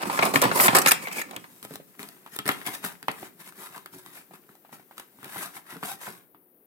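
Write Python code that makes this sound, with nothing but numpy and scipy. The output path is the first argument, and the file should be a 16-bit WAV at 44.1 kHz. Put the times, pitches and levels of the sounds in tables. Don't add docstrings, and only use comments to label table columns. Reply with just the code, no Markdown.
import sys
import numpy as np
from scipy import signal
from scipy.fft import rfft, irfft, next_fast_len
from scipy.io import wavfile
from scipy.ndimage import uniform_filter1d, map_coordinates

SR = 44100
rng = np.random.default_rng(int(sys.argv[2]) if len(sys.argv) > 2 else 0)


def wav_record(signal):
    frames = np.transpose(np.atleast_2d(signal))
    bounded = np.clip(frames, -1, 1)
    quanta = np.round(bounded * 32767).astype(np.int16)
    wavfile.write(sys.argv[1], SR, quanta)


N = 293706
T = np.arange(SR // 4) / SR

# time of full speed in seconds, body and hiss levels in dB,
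# then attack, hold and release in seconds.
CARD_STROKES = [(0.02, -33.5, -46.5, 0.064, 0.018, 0.04), (0.07, -33.5, -41, .05, .01, 0.028),
                (0.14, -32, -37, .12, 0.044, .04), (0.23, -28.5, -35.5, 0.052, 0.04, 0.14),
                (0.3395, -27, -31, .008, 0.025, 0.0704), (0.425, -23, -35.5, 0.015, 0.026, 0.091),
                (0.56, -25, -28.5, 0.061, 0.058, 0.033), (0.609, -24.5, -24, 0.021, 0.065, 0.01),
                (0.7, -31, -37.5, .03, 0.032, 0.029), (0.752, -19, -27.5, 0.016, 0.015, 0.076),
                (0.86, -25, -37, 0.054, 0.019, 0.043), (1.025, -42, -42.5, 0.046, 0.015, 0.055),
                (1.125, -52, -37, 0.015, 0.0051, 0.015), (1.175, -38, -36.5, 0.08, 0.024, 0.042),
                (1.315, -50.5, -57, 0.31, 0.034, 0.047), (1.4, -61, -57.5, 0.029, 0.0059, 0.22)]
# frequency in Hz, level in dB.
CARD_BODY = [(200, -26), (380, 0), (550, 2), (800, 2), (1050, 5.5), (1300, 0), (1600, -4), (2300, -4.5),
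             (3200, -12), (4800, -14), (8000, -35.5)]
CARD_HISS = [(2500, -19), (4800, 2), (6500, 0), (8500, 7), (10500, 2.5), (13000, 1.5), (16000, -14.5)]
CARD_EDGE = [(300, -24), (700, -6.5), (1300, 2.5), (1900, 7), (2600, 3.5), (3600, -5.5), (5000, -10.5),
             (8000, -23)]
BOX_RUMBLE = [(30, -6), (70, -19), (100, -17), (130, -4.5), (190, 5.5), (260, 2.5), (350, 2), (600, -25)]
# start in seconds, level in dB, pitch in Hz, relative edge and thump in dB.
KNOCKS = [(0.03, -23, 1090, -20, -12.5), (0.054, -25, 900, -19, -12.5), (0.097, -15.5, 868, -40, -18.5),
          (0.1895, -10.5, 1314, -19.5, -14), (0.228, -10, 696, -20, -18.5), (0.338, -19.5, 684, -8, -10),
          (0.353, -19, 412, -25, 1), (0.3575, -11.5, 1230, -8.5, -9.5), (0.4165, -18, 620, -13.5, -16.5),
          (0.423, -14, 500, -26, -9), (0.441, -15.5, 480, -16.5, -10.5), (0.4525, -12, 875, -16, -5.5),
          (0.5135, -12, 1430, -24.5, -15.5), (0.5985, -5.5, 2000, -21.5, -20),
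          (0.6803, -5.5, 1760, -14, -14.5), (0.6845, -10, 1308, -17.5, -12.5), (0.731, -16.5, 750, -16, -2),
          (0.772, -15, 760, -25, -11), (0.8597, -10, 1790, -5, -13.5), (0.9095, -20, 1330, -7.5, -19.5),
          (0.916, -12, 1290, -6, -26.5), (1.05, -34.5, 1030, -24, -22), (1.071, -22, 2060, -16, -36.5),
          (1.083, -27, 2120, -8.5, -31.5), (1.114, -27, 2260, -21.5, -41), (1.31, -33, 745, -4, -28),
          (1.332, -32.5, 740, -28, -24), (1.3627, -30, 1790, 0, -8), (1.367, -35.5, 2320, -18, -9),
          (1.441, -34.5, 1730, -19, -13)]
# frequency in Hz, level in dB, 60 dB decay time in seconds.
BOX_MODES = [(127, -2.5, 0.11), (173.83, 0.5, 0.13), (251, 4.5, 0.098), (304, 5, 0.071), (500, -2.5, 0.051),
             (609, -8.5, 0.043)]
# start in seconds, level in dB, relative hiss in dB, length in seconds.
FLAP_RASPS = [(0.019, -25.5, -7.5, .003), (0.025, -27.5, -1.5, 0.0077), (0.174, -19.5, -15, 0.0057),
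              (0.2235, -8.5, -20, 0.012), (0.2515, -26, 9, 0.0053), (0.358, -4, -18.5, 0.0027),
              (0.4163, -15, 2.5, 0.0043), (0.4222, -18, 5, 0.003), (0.44, -16.5, -4.5, .003),
              (0.604, -15.5, 0.5, 0.0061), (0.636, -18.5, 1.5, 0.0066), (0.659, -15, -1, 0.0071),
              (0.749, -9.5, -1.5, 0.0034), (0.754, -9.5, -0.5, 0.0049), (0.7635, -11.5, 2.5, 0.0092),
              (0.7847, -10, -0.5, 0.0065), (0.816, -22, 3, 0.0086), (0.8624, -13.5, 1, 0.00285),
              (0.8715, -6.5, -5.5, 0.00784), (0.8815, -9, -1, 0.0139), (0.909, -10, -2, 0.0064),
              (0.9162, -6, 0, 0.00575), (1.215, -20.5, -9, 0.0067)]
# frequency in Hz, left minus right in dB.
BOX_BALANCE = [(100, -4.5), (500, -4), (1200, -2), (2400, -0.5), (5000, -2.5), (9000, -3), (15000, -2.5)]

def box():
    slides = rubbing(CARD_STROKES, CARD_BODY, CARD_HISS, body_db=1.5, hiss_db=-0.5,
                     grain_db=3.5, modes_db=3, judder_db=3, judder_rate=180)
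    knocks = blows(KNOCKS, BOX_MODES, CARD_BODY, CARD_HISS, delay_s=0.0007, hardening=0.21,
                   panel_db=-5.5, panel_cycles=19, flutter=0.73, flutter_t60=0.079,
                   clack_db=-3, clack_t60=0.028, crack_db=-6, crack_t60=0.015,
                   click_db=-9, wall_db=-12.5, thump_db=-4)
    slides += fizz()
    flap = rasps(FLAP_RASPS, CARD_EDGE, CARD_HISS, body_db=-10, hiss_db=-5.5, wall_db=5,
                 rise_s=0.0007, grain_db=2.5)
    chafe = insert()
    bed = slow_fade(start_s=0, end_s=1.45, fall_db_per_s=4.5)
    rumble = sway(CARD_STROKES, bed, BOX_RUMBLE, rub_db=-8.5, bed_db=-54, modes_db=1)
    return delayed(tilted(slides + knocks + chafe + rumble + flap, BOX_BALANCE), lag_s=0.0003)

# time in seconds, level in dB, pitch in Hz.
INSERT_PATH = [(0.93, -39.5, 1930), (0.948, -49.5, 1940), (1.028, -47.5, 2076), (1.081, -35, 2180),
               (1.095, -48, 2250), (1.125, -33.5, 2400), (1.149, -40, 2316), (1.215, -28.5, 2297),
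               (1.245, -71, 2193)]
# frequency in Hz, level in dB.
INSERT_SPECTRUM = [(1200, -36), (1750, -3.5), (2000, -7), (2280, 0), (2480, -9.5), (2750, -6),
                   (3200, -15.5), (4500, -23.5)]

def insert(chafe_db=-0.5, sing_db=-5.5, width_hz=520):
    times, _, pitch = np.transpose(INSERT_PATH)
    phase = 2 * np.pi * np.cumsum(np.interp(np.arange(N) / SR, times, pitch)) / SR
    sing = unit(wobble(width_hz) * np.cos(phase) + wobble(width_hz) * np.sin(phase))
    chafe = noise(INSERT_SPECTRUM, N, modes_db=6.5)
    judder = unit(amp(2.9 * wobble(140)))
    return level(INSERT_PATH) * judder * (amp(chafe_db) * chafe + amp(sing_db) * sing)

# frequency in Hz, level in dB.
CARD_FIZZ = [(5000, -35.5), (8000, -4), (10500, 5.5), (15000, 2), (16000, -15)]

def fizz(fizz_db=-20):
    speed = stroke_gain(CARD_STROKES, column=2)
    return amp(fizz_db) * (speed / speed.max()) ** 2 * noise(CARD_FIZZ, N, grain_db=2, modes_db=2)

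# time of full speed in seconds, body and hiss
# levels in dB, then attack, hold and release in seconds.
TRAY_STROKES = [(1.45, -69, -56, .1, 0.14, .1), (1.635, -49.5, -43, 0.0214, 0.015, 0.02),
                (1.715, -54.5, -47, 0.09, 0.051, 0.019), (1.998, -49.5, -44, 0.018, 0.015, 0.21),
                (2.338, -49.5, -42.5, 0.045, 0.0203, 0.04), (2.478, -36, -38, 0.026, 0.0155, 0.086),
                (2.54, -51, -48, .04, 0.078, 0.35), (2.665, -34, -33, 0.019, 0.0112, 0.072),
                (2.74, -41.5, -34.5, 0.047, 0.0045, 0.062), (2.845, -37, -33.5, 0.025, 0.016, 0.079),
                (3.115, -60, -50, 0.081, .012, 0.11), (3.19, -50.5, -47, 0.12, 0.08, 0.045),
                (3.405, -49.5, -44.5, 0.025, 0.0078, 0.036), (3.475, -50.5, -45.5, 0.087, 0.019, 0.0255),
                (3.595, -47.5, -44.5, 0.07, 0.067, 0.087), (3.75, -48.5, -47.5, 0.091, 0.019, 0.087),
                (3.937, -53.5, -45.5, 0.025, 0.012, 0.037), (3.985, -55, -47, 0.049, 0.0081, .05),
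                (4.06, -57.5, -53, 0.112, 0.0296, .1), (4.165, -50, -44.5, 0.091, 0.016, 0.071),
                (4.34, -53.5, -52, 0.031, 0.0085, 0.058), (4.495, -66.5, -61, 0.027, 0.017, 0.115),
                (4.65, -71, -81, 0.044, 0.0364, .05), (4.79, -65, -65, .05, 0.025, 0.09),
                (4.91, -63.5, -67.5, 0.023, 0.018, 0.071), (4.728, -51, -45.5, 0.012, 0.0124, 0.055),
                (4.985, -53, -48.5, 0.037, 0.01, 0.071), (5.245, -49, -60.5, 0.022, 0.0054, 0.083),
                (5.39, -39.5, -36.5, 0.187, 0.045, 0.093), (5.565, -45.5, -42, 0.061, 0.0094, 0.055),
                (5.705, -46.5, -46.5, 0.075, 0.02, 0.106), (5.85, -41, -35.5, 0.0437, 0.0688, 0.055),
                (6.02, -43.5, -41, 0.037, 0.06, 0.1275)]
# frequency in Hz, level in dB.
TRAY_BODY = [(70, -38), (200, -24), (380, -7), (530, -6.5), (700, 2.5), (1000, 0), (1400, 2.5), (1900, 1.5),
             (2600, -2.5), (3400, -7.5), (4800, -16), (8000, -59)]
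TRAY_HISS = [(2500, -6), (4800, -3.5), (6500, -3), (8500, 1), (11500, 3), (13500, -3.5), (16000, -7)]
TRAY_RUMBLE = [(30, -8), (80, -40.5), (120, -5.5), (170, 2.5), (215, 0.5), (275, -3), (380, 0.5),
               (600, -29)]
# start in seconds, level in dB, pitch in Hz, relative edge and thump in dB.
SNAPS = [(1.627, -42, 1360, 3.5, -5), (1.649, -35, 649, -3, -6), (1.708, -31.5, 510, -18, -3.5),
         (1.737, -39, 1200, -3, -1), (1.756, -35.5, 776, 0, -13), (1.799, -34.5, 528, -36, -14),
         (1.993, -31, 2000, -11.5, -6), (2.029, -36, 1130, 0, -5.5), (2.087, -48.5, 1610, 7, -6),
         (2.262, -32.5, 1040, -16, -22), (2.275, -40.5, 1000, -14, -32), (2.388, -22.5, 1300, -2.5, -11.5),
         (2.4555, -25.5, 1610, -9.5, -5), (2.4892, -12.5, 1400, -10.5, -10.5),
         (2.491, -12, 1840, -15, -24.5), (2.614, -29.5, 1800, -18, -32), (2.6635, -35, 988, 0, 0.5),
         (2.683, -29.5, 960, -22, -4.5), (2.841, -25, 1020, -9.5, -5.5), (2.923, -47.5, 1710, 0.5, -11),
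         (3.0275, -33.5, 1530, -6, -10.5), (3.0823, -11, 950, -17, -21), (3.1142, -42, 1150, 5, -4),
         (3.228, -28, 755, -22, -7), (3.523, -41, 1370, -11, -22), (3.761, -39.5, 960, -5, -4),
         (3.778, -35.5, 980, -6, -13), (3.859, -32.5, 1390, -7, -37.5), (3.937, -41, 1200, -21, -2),
         (3.959, -49, 686, -9, 8), (4.061, -37.5, 1090, -7, -16), (4.309, -39, 730, -24, -9.5),
         (4.335, -41, 820, -14, -6), (4.491, -42, 1320, -34, -5.5), (4.552, -46, 773, -10.5, -25.5),
         (4.648, -41, 790, -32.5, -29), (4.692, -43.5, 814, -33, -17.5), (4.727, -35.5, 903, -19.5, -10.5),
         (4.796, -42.5, 780, -20, -9), (4.91, -37.5, 849, -21, -31), (4.9797, -35, 1260, -0.5, -21),
         (4.9962, -36.5, 1490, -6, -28), (4.9982, -36.5, 930, -3.5, -21), (5.186, -44.5, 900, -28, -4.5),
         (5.229, -35.5, 1310, -11, -9), (5.257, -36.5, 564, -20, -4), (5.359, -26.5, 850, -20, -10),
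         (5.368, -31.5, 1400, -16, -22.5), (5.726, -34, 1890, -20, -7.5), (5.757, -42.5, 710, -17, 6),
         (5.767, -35, 1250, -14, -14.5), (5.8285, -22, 990, -20, -10), (5.834, -25.5, 1380, -11, -22),
         (6.069, -29, 1370, -26, -19), (6.078, -29.5, 860, -27, -11), (6.346, -42.5, 1075, -32, -10.5)]
# start in seconds, level in dB, relative hiss in dB, length in seconds.
CRUNCHES = [(2.362, -38.5, 10, 0.0038), (2.462, -32, 2, 0.0037), (2.467, -36, -1, 0.0088),
            (2.4765, -24.5, 3, 0.0056), (2.482, -48, 0, 0.0027), (2.488, -24.5, -3, 0.0096),
            (2.512, -25, -10, 0.0064), (2.519, -36.5, 4.5, 0.0054), (2.663, -40.5, 9.5, .008),
            (2.748, -42, 10.5, 0.0081), (2.846, -33, 5, 0.0066), (2.859, -39.5, 5, 0.012),
            (5.243, -41.5, 4.5, .004), (5.458, -44, 9, .004)]
# frequency in Hz, level in dB, 60 dB decay time in seconds.
TRAY_MODES = [(150.6, -2, 0.1), (202.8, -1, 0.086), (275.8, 5.5, 0.059), (345, 6, 0.02), (411.6, -1.5, 0.1)]
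POCKET_MODES = [(996, 1.5, 0.022), (1290, -17, 0.055), (3769, 5.5, 0.031), (8710, -6.5, .012),
                (12030, -7.5, .012)]

def tray():
    rubs = crinkle()
    rubs += rubbing(TRAY_STROKES, TRAY_BODY, TRAY_HISS, body_db=0, hiss_db=-3.5,
                    grain_db=4, modes_db=3.5, judder_db=2, judder_rate=220)
    snaps = blows(SNAPS, TRAY_MODES, TRAY_BODY, TRAY_HISS, delay_s=0.0008, hardening=0.34,
                  panel_db=-7, panel_cycles=6.5, flutter=0.33, flutter_t60=0.1,
                  clack_db=-8.5, clack_t60=0.011, crack_db=-2, crack_t60=0.009,
                  click_db=-6, wall_db=-14, thump_db=-3.5)
    span_s = (1.5, 6.2)
    hush = rustle(slow_fade(*span_s, fall_db_per_s=2))
    crunch = rasps(CRUNCHES, TRAY_BODY, TRAY_HISS, body_db=-4.5, hiss_db=-2.5, wall_db=10,
                   rise_s=0.0008, grain_db=1.5)
    bed = slow_fade(*span_s, fall_db_per_s=1.55)
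    rumble = sway(TRAY_STROKES, bed, TRAY_RUMBLE, rub_db=-10, bed_db=-63.5, modes_db=3)
    pocket = resonate(rubs, POCKET_MODES, ring_db=-1)
    return delayed(pocket + snaps + crunch + hush + rumble, lag_s=0.00016)

def crinkle(dents_per_s=220, crinkle_db=4, spread_db=2.8, ring_cycles=9.7, tick_share=0.31):
    track = np.zeros((2, N))
    tick = crest(noise(TRAY_HISS, len(T), grain_db=2.5) * fade(0.002))
    for when, pitch, size in rng.random((int(dents_per_s * N / SR), 3)):
        hz = 700 * 2 ** (2 * pitch)
        dent = np.sin(2 * np.pi * hz * T) * fade(ring_cycles / hz) * (1 - np.exp(-hz * T))
        gain = amp(spread_db * (min(-np.log(size), 3) - 1))
        add(track, when * N / SR, gain * (dent + tick_share * tick)[:, :600])
    return amp(crinkle_db) * stroke_gain(TRAY_STROKES, column=1) * track

# frequency in Hz, level in dB.
CORNER_CLACK = [(1200, -9), (2200, 4), (3000, 2), (4000, 0), (5000, -22), (7500, -24.5)]
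# frequency in Hz, level in dB, 60 dB decay time in seconds.
CREASE_MODES = [(1640, 0.5, 0.01), (4030, 3.5, 0.012), (5750, -3.5, .008), (8300, 2, .005)]
WALL_MODES = [(1269, 2, 0.13), (1356, -4, 0.044), (1796.4, 0.5, 0.038), (2240, -11.5, 0.052),
              (2425, -7.5, 0.07), (3250, -3, 0.16), (3600, -4.5, .06), (3890, -4, 0.054)]

def blows(table, modes, body, hiss, delay_s, hardening, panel_db, panel_cycles, flutter, flutter_t60,
          clack_db, clack_t60, crack_db, crack_t60, click_db, wall_db, thump_db):
    track = np.zeros((2, N))
    mean_db = np.mean(table, axis=0)[1]
    for start, db, hz, edge_rel, thump_rel in table:
        flip = crest(np.sin(2 * np.pi * hz * T) * fade(panel_cycles / hz) * (1 - np.exp(-2 * hz * T)))
        panel = crest(flip + flutter * burst(body, flutter_t60))
        crack = amp(crack_db - hardening * (db - mean_db) / 2) * burst(hiss, crack_t60)
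        click = amp(click_db) * ring(CREASE_MODES, scatter_db=2, detune=0.099)
        clack = amp(clack_db) * burst(CORNER_CLACK, clack_t60)
        wall = amp(wall_db) * ring(WALL_MODES, scatter_db=1.5, detune=0.012)
        force = amp(hardening * (db - mean_db))
        edge = amp(edge_rel) * (crack + click + force * (clack + wall))
        inertia = 1 - np.exp(-T / 0.0043)
        shell = crest(ring(modes, scatter_db=0, detune=0.066) * inertia)
        blow = amp(panel_db) * panel + edge + amp(thump_rel + thump_db) * shell
        add(track, start + delay_s, amp(db) * blow)
    return track

def rasps(table, body, hiss, body_db, hiss_db, wall_db, rise_s, grain_db):
    track = np.zeros((2, N))
    for start, db, hiss_rel, length in table:
        drag = (1 - np.exp(-T / rise_s)) * np.exp(-(T / length) ** 2)
        sheet = amp(body_db) * crest(drag * noise(body, len(T), grain_db, modes_db=5))
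        contact = amp(hiss_rel + hiss_db) * crest(drag * noise(hiss, len(T), grain_db, modes_db=5))
        add(track, start, amp(db) * (sheet + contact))
    return resonate(track, WALL_MODES, wall_db)

def rubbing(strokes, body, hiss, body_db, hiss_db, grain_db, modes_db, judder_db, judder_rate):
    press, speed = stroke_gain(strokes, column=1), stroke_gain(strokes, column=2)
    judder = judder_db * wobble(judder_rate)
    sheet = amp(body_db) * press * unit(amp(judder)) * noise(body, N, grain_db, modes_db)
    contact = amp(hiss_db) * speed * unit(amp(judder / 2)) * noise(hiss, N, grain_db / 2, modes_db)
    return sheet + contact

def rustle(envelope, rustle_db=-65, hiss_db=-61):
    gain = envelope * amp(0.67 * wobble(8.7))
    grains = amp(rustle_db) * unit(amp(3.9 * wobble(60))) * noise(TRAY_BODY, N, grain_db=5.5)
    return gain * (grains + amp(hiss_db) * noise(TRAY_HISS, N, grain_db=3))

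def sway(strokes, bed, spectrum, rub_db, bed_db, modes_db, lumps_db=5):
    drive = amp(rub_db) * stroke_gain(strokes, column=1) + amp(bed_db) * bed
    return drive * unit(amp(lumps_db * wobble(30))) * noise(spectrum, N, modes_db=modes_db)

# frequency in Hz, reverberation time in seconds.
ROOM_T60 = [(150, 0.81), (700, 0.29), (2000, 0.32), (6000, 0.23), (14000, 0.16)]

def room(x):
    hz, t, white = signal.stft(rng.standard_normal((2, SR // 2)), SR, nperseg=256)
    decay = amp(-60 * t / along(ROOM_T60, hz)[:, None])
    tail = signal.istft(white * decay, SR, nperseg=256)[1]
    tail = np.pad(tail / np.linalg.norm(tail[0]), ((0, 0), (200, 0)))
    return signal.fftconvolve(x, tail, axes=1)[:, :N]

# frequency in Hz, correlation coefficient.
COHERENCE = [(100, 1), (600, 0.94), (1400, 0.32), (3000, 0.31), (8000, 0.029), (15000, .35)]

def noise(spectrum, n, grain_db=0, modes_db=0):
    sizes = np.repeat(amp(grain_db * rng.standard_normal(n // 16 + 1)), 16)[:n]
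    slips = sizes * rng.standard_normal((2, n))
    if modes_db:
        slips = shifting_modes(slips, modes_db)
    def response(hz):
        angle = np.arccos(np.clip(along(COHERENCE, hz), -1, 1)) / 2
        return amp(along(spectrum, hz)) * [np.cos(angle), np.sin(angle)]
    mid, side = filtered(slips, response)
    return unit(np.array([mid + side, mid - side]))

def shifting_modes(x, depth_db):
    spectra = signal.stft(x, nperseg=1024)[2]
    field = uniform_filter1d(rng.standard_normal(spectra.shape[1:]), size=3, axis=0)
    field = uniform_filter1d(field, size=7, axis=1)
    return signal.istft(spectra * amp(depth_db * unit(field)), nperseg=1024)[1][:, :x.shape[1]]

def burst(spectrum, t60, rise_s=0.0005):
    grains = noise(spectrum, len(T), grain_db=2.5, modes_db=2)
    return crest(grains * fade(t60) * (1 - np.exp(-T / rise_s)))

def ring(modes, scatter_db, detune):
    total = np.zeros(len(T))
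    for hz, db, t60 in modes:
        polarity, strength, shift = rng.standard_normal(3)
        tone = np.sin(2 * np.pi * hz * (1 + detune * shift) * T)
        total += np.sign(polarity) * amp(db + scatter_db * strength) * tone * fade(t60)
    return crest(total)

def resonate(x, modes, ring_db):
    def peak(f, hz, t60):
        damping = 1j * f * np.log(1000) / (np.pi * t60)
        return damping / (hz ** 2 - f ** 2 + damping)
    return filtered(x, lambda f: 1 + sum(amp(ring_db + db) * peak(f, hz, t60) for hz, db, t60 in modes))

def stroke_gain(strokes, column, depth_db=21.5):
    t, power = np.arange(N) / SR, np.zeros(N)
    for row in strokes:
        peak_s, _, _, attack, hold, release = row
        away = np.maximum(peak_s - t, 0) / attack + np.maximum(t - peak_s - hold, 0) / release
        power += amp(row[column] - depth_db * away) ** 2
    return np.sqrt(power)

def slow_fade(start_s, end_s, fall_db_per_s):
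    return level([(start_s, 0), (end_s, -fall_db_per_s * (end_s - start_s))])

def level(rows):
    times, db = np.transpose(rows)[:2]
    gain = amp(np.interp(np.arange(N) / SR, times, db, left=-200, right=-200))
    return uniform_filter1d(gain, size=160)

def delayed(x, lag_s):
    return filtered(x, lambda hz: np.exp(-1j * np.pi * np.outer([lag_s, -lag_s], hz)))

def tilted(x, balance):
    return filtered(x, lambda hz: amp(np.outer([.5, -.5], along(balance, hz))))

def filtered(x, response):
    n = x.shape[-1]
    size = next_fast_len(n + 4096)
    return irfft(rfft(x, size) * response(np.fft.rfftfreq(size, 1 / SR)), size)[..., :n]

def wobble(rate):
    return map_coordinates(rng.standard_normal(int(N * rate / SR) + 4), [np.arange(N) * rate / SR])

def along(points, hz):
    knots, values = np.transpose(points)
    return np.interp(np.log(hz + 1), np.log(knots + 1), values)

def add(track, start_s, sound):
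    part = track[:, max(round(start_s * SR), 0):][:, :sound.shape[1]]
    part += sound[:, :part.shape[1]]

def fade(t60):
    return np.exp(-np.log(1000) * T / t60)

def crest(x):
    power = np.mean(np.atleast_2d(x) ** 2, axis=0)
    return x / np.sqrt(uniform_filter1d(power, size=132, mode="constant").max())

def unit(x):
    return x / np.sqrt(np.mean(x ** 2) + 1e-20)

def amp(db):
    return 10 ** (np.asarray(db) / 20)

# frequency in Hz, level in dB.
NOISE_FLOOR = [(40, -51), (100, -15), (170, -5), (350, 2.5), (700, -9.5), (1100, -15), (2800, -26.5),
               (7000, -34), (10000, -16.5), (12500, -15), (14500, -6.5), (16000, -20.5)]

def scene():
    direct = box() + tray()
    return direct + amp(-12.5) * room(direct) + amp(-63) * noise(NOISE_FLOOR, N)

# frequency in Hz, left minus right in dB.
MIC_BALANCE = [(100, -1.5), (400, 1.5), (700, -2.5), (1300, 3), (2400, 5), (4400, 0.5), (7500, -3.5),
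               (10000, 1.5), (12500, 11), (15000, 16)]

def record(dry, low_hz=75, top_hz=16100):
    bass_cut = signal.butter(2, low_hz, "highpass", fs=SR, output="sos")
    heard = signal.sosfilt(bass_cut, tilted(dry, MIC_BALANCE))
    return filtered(heard, lambda hz: 1 / (1 + (hz / top_hz) ** 160))

dry = scene()
out = record(dry)
wav_record(out)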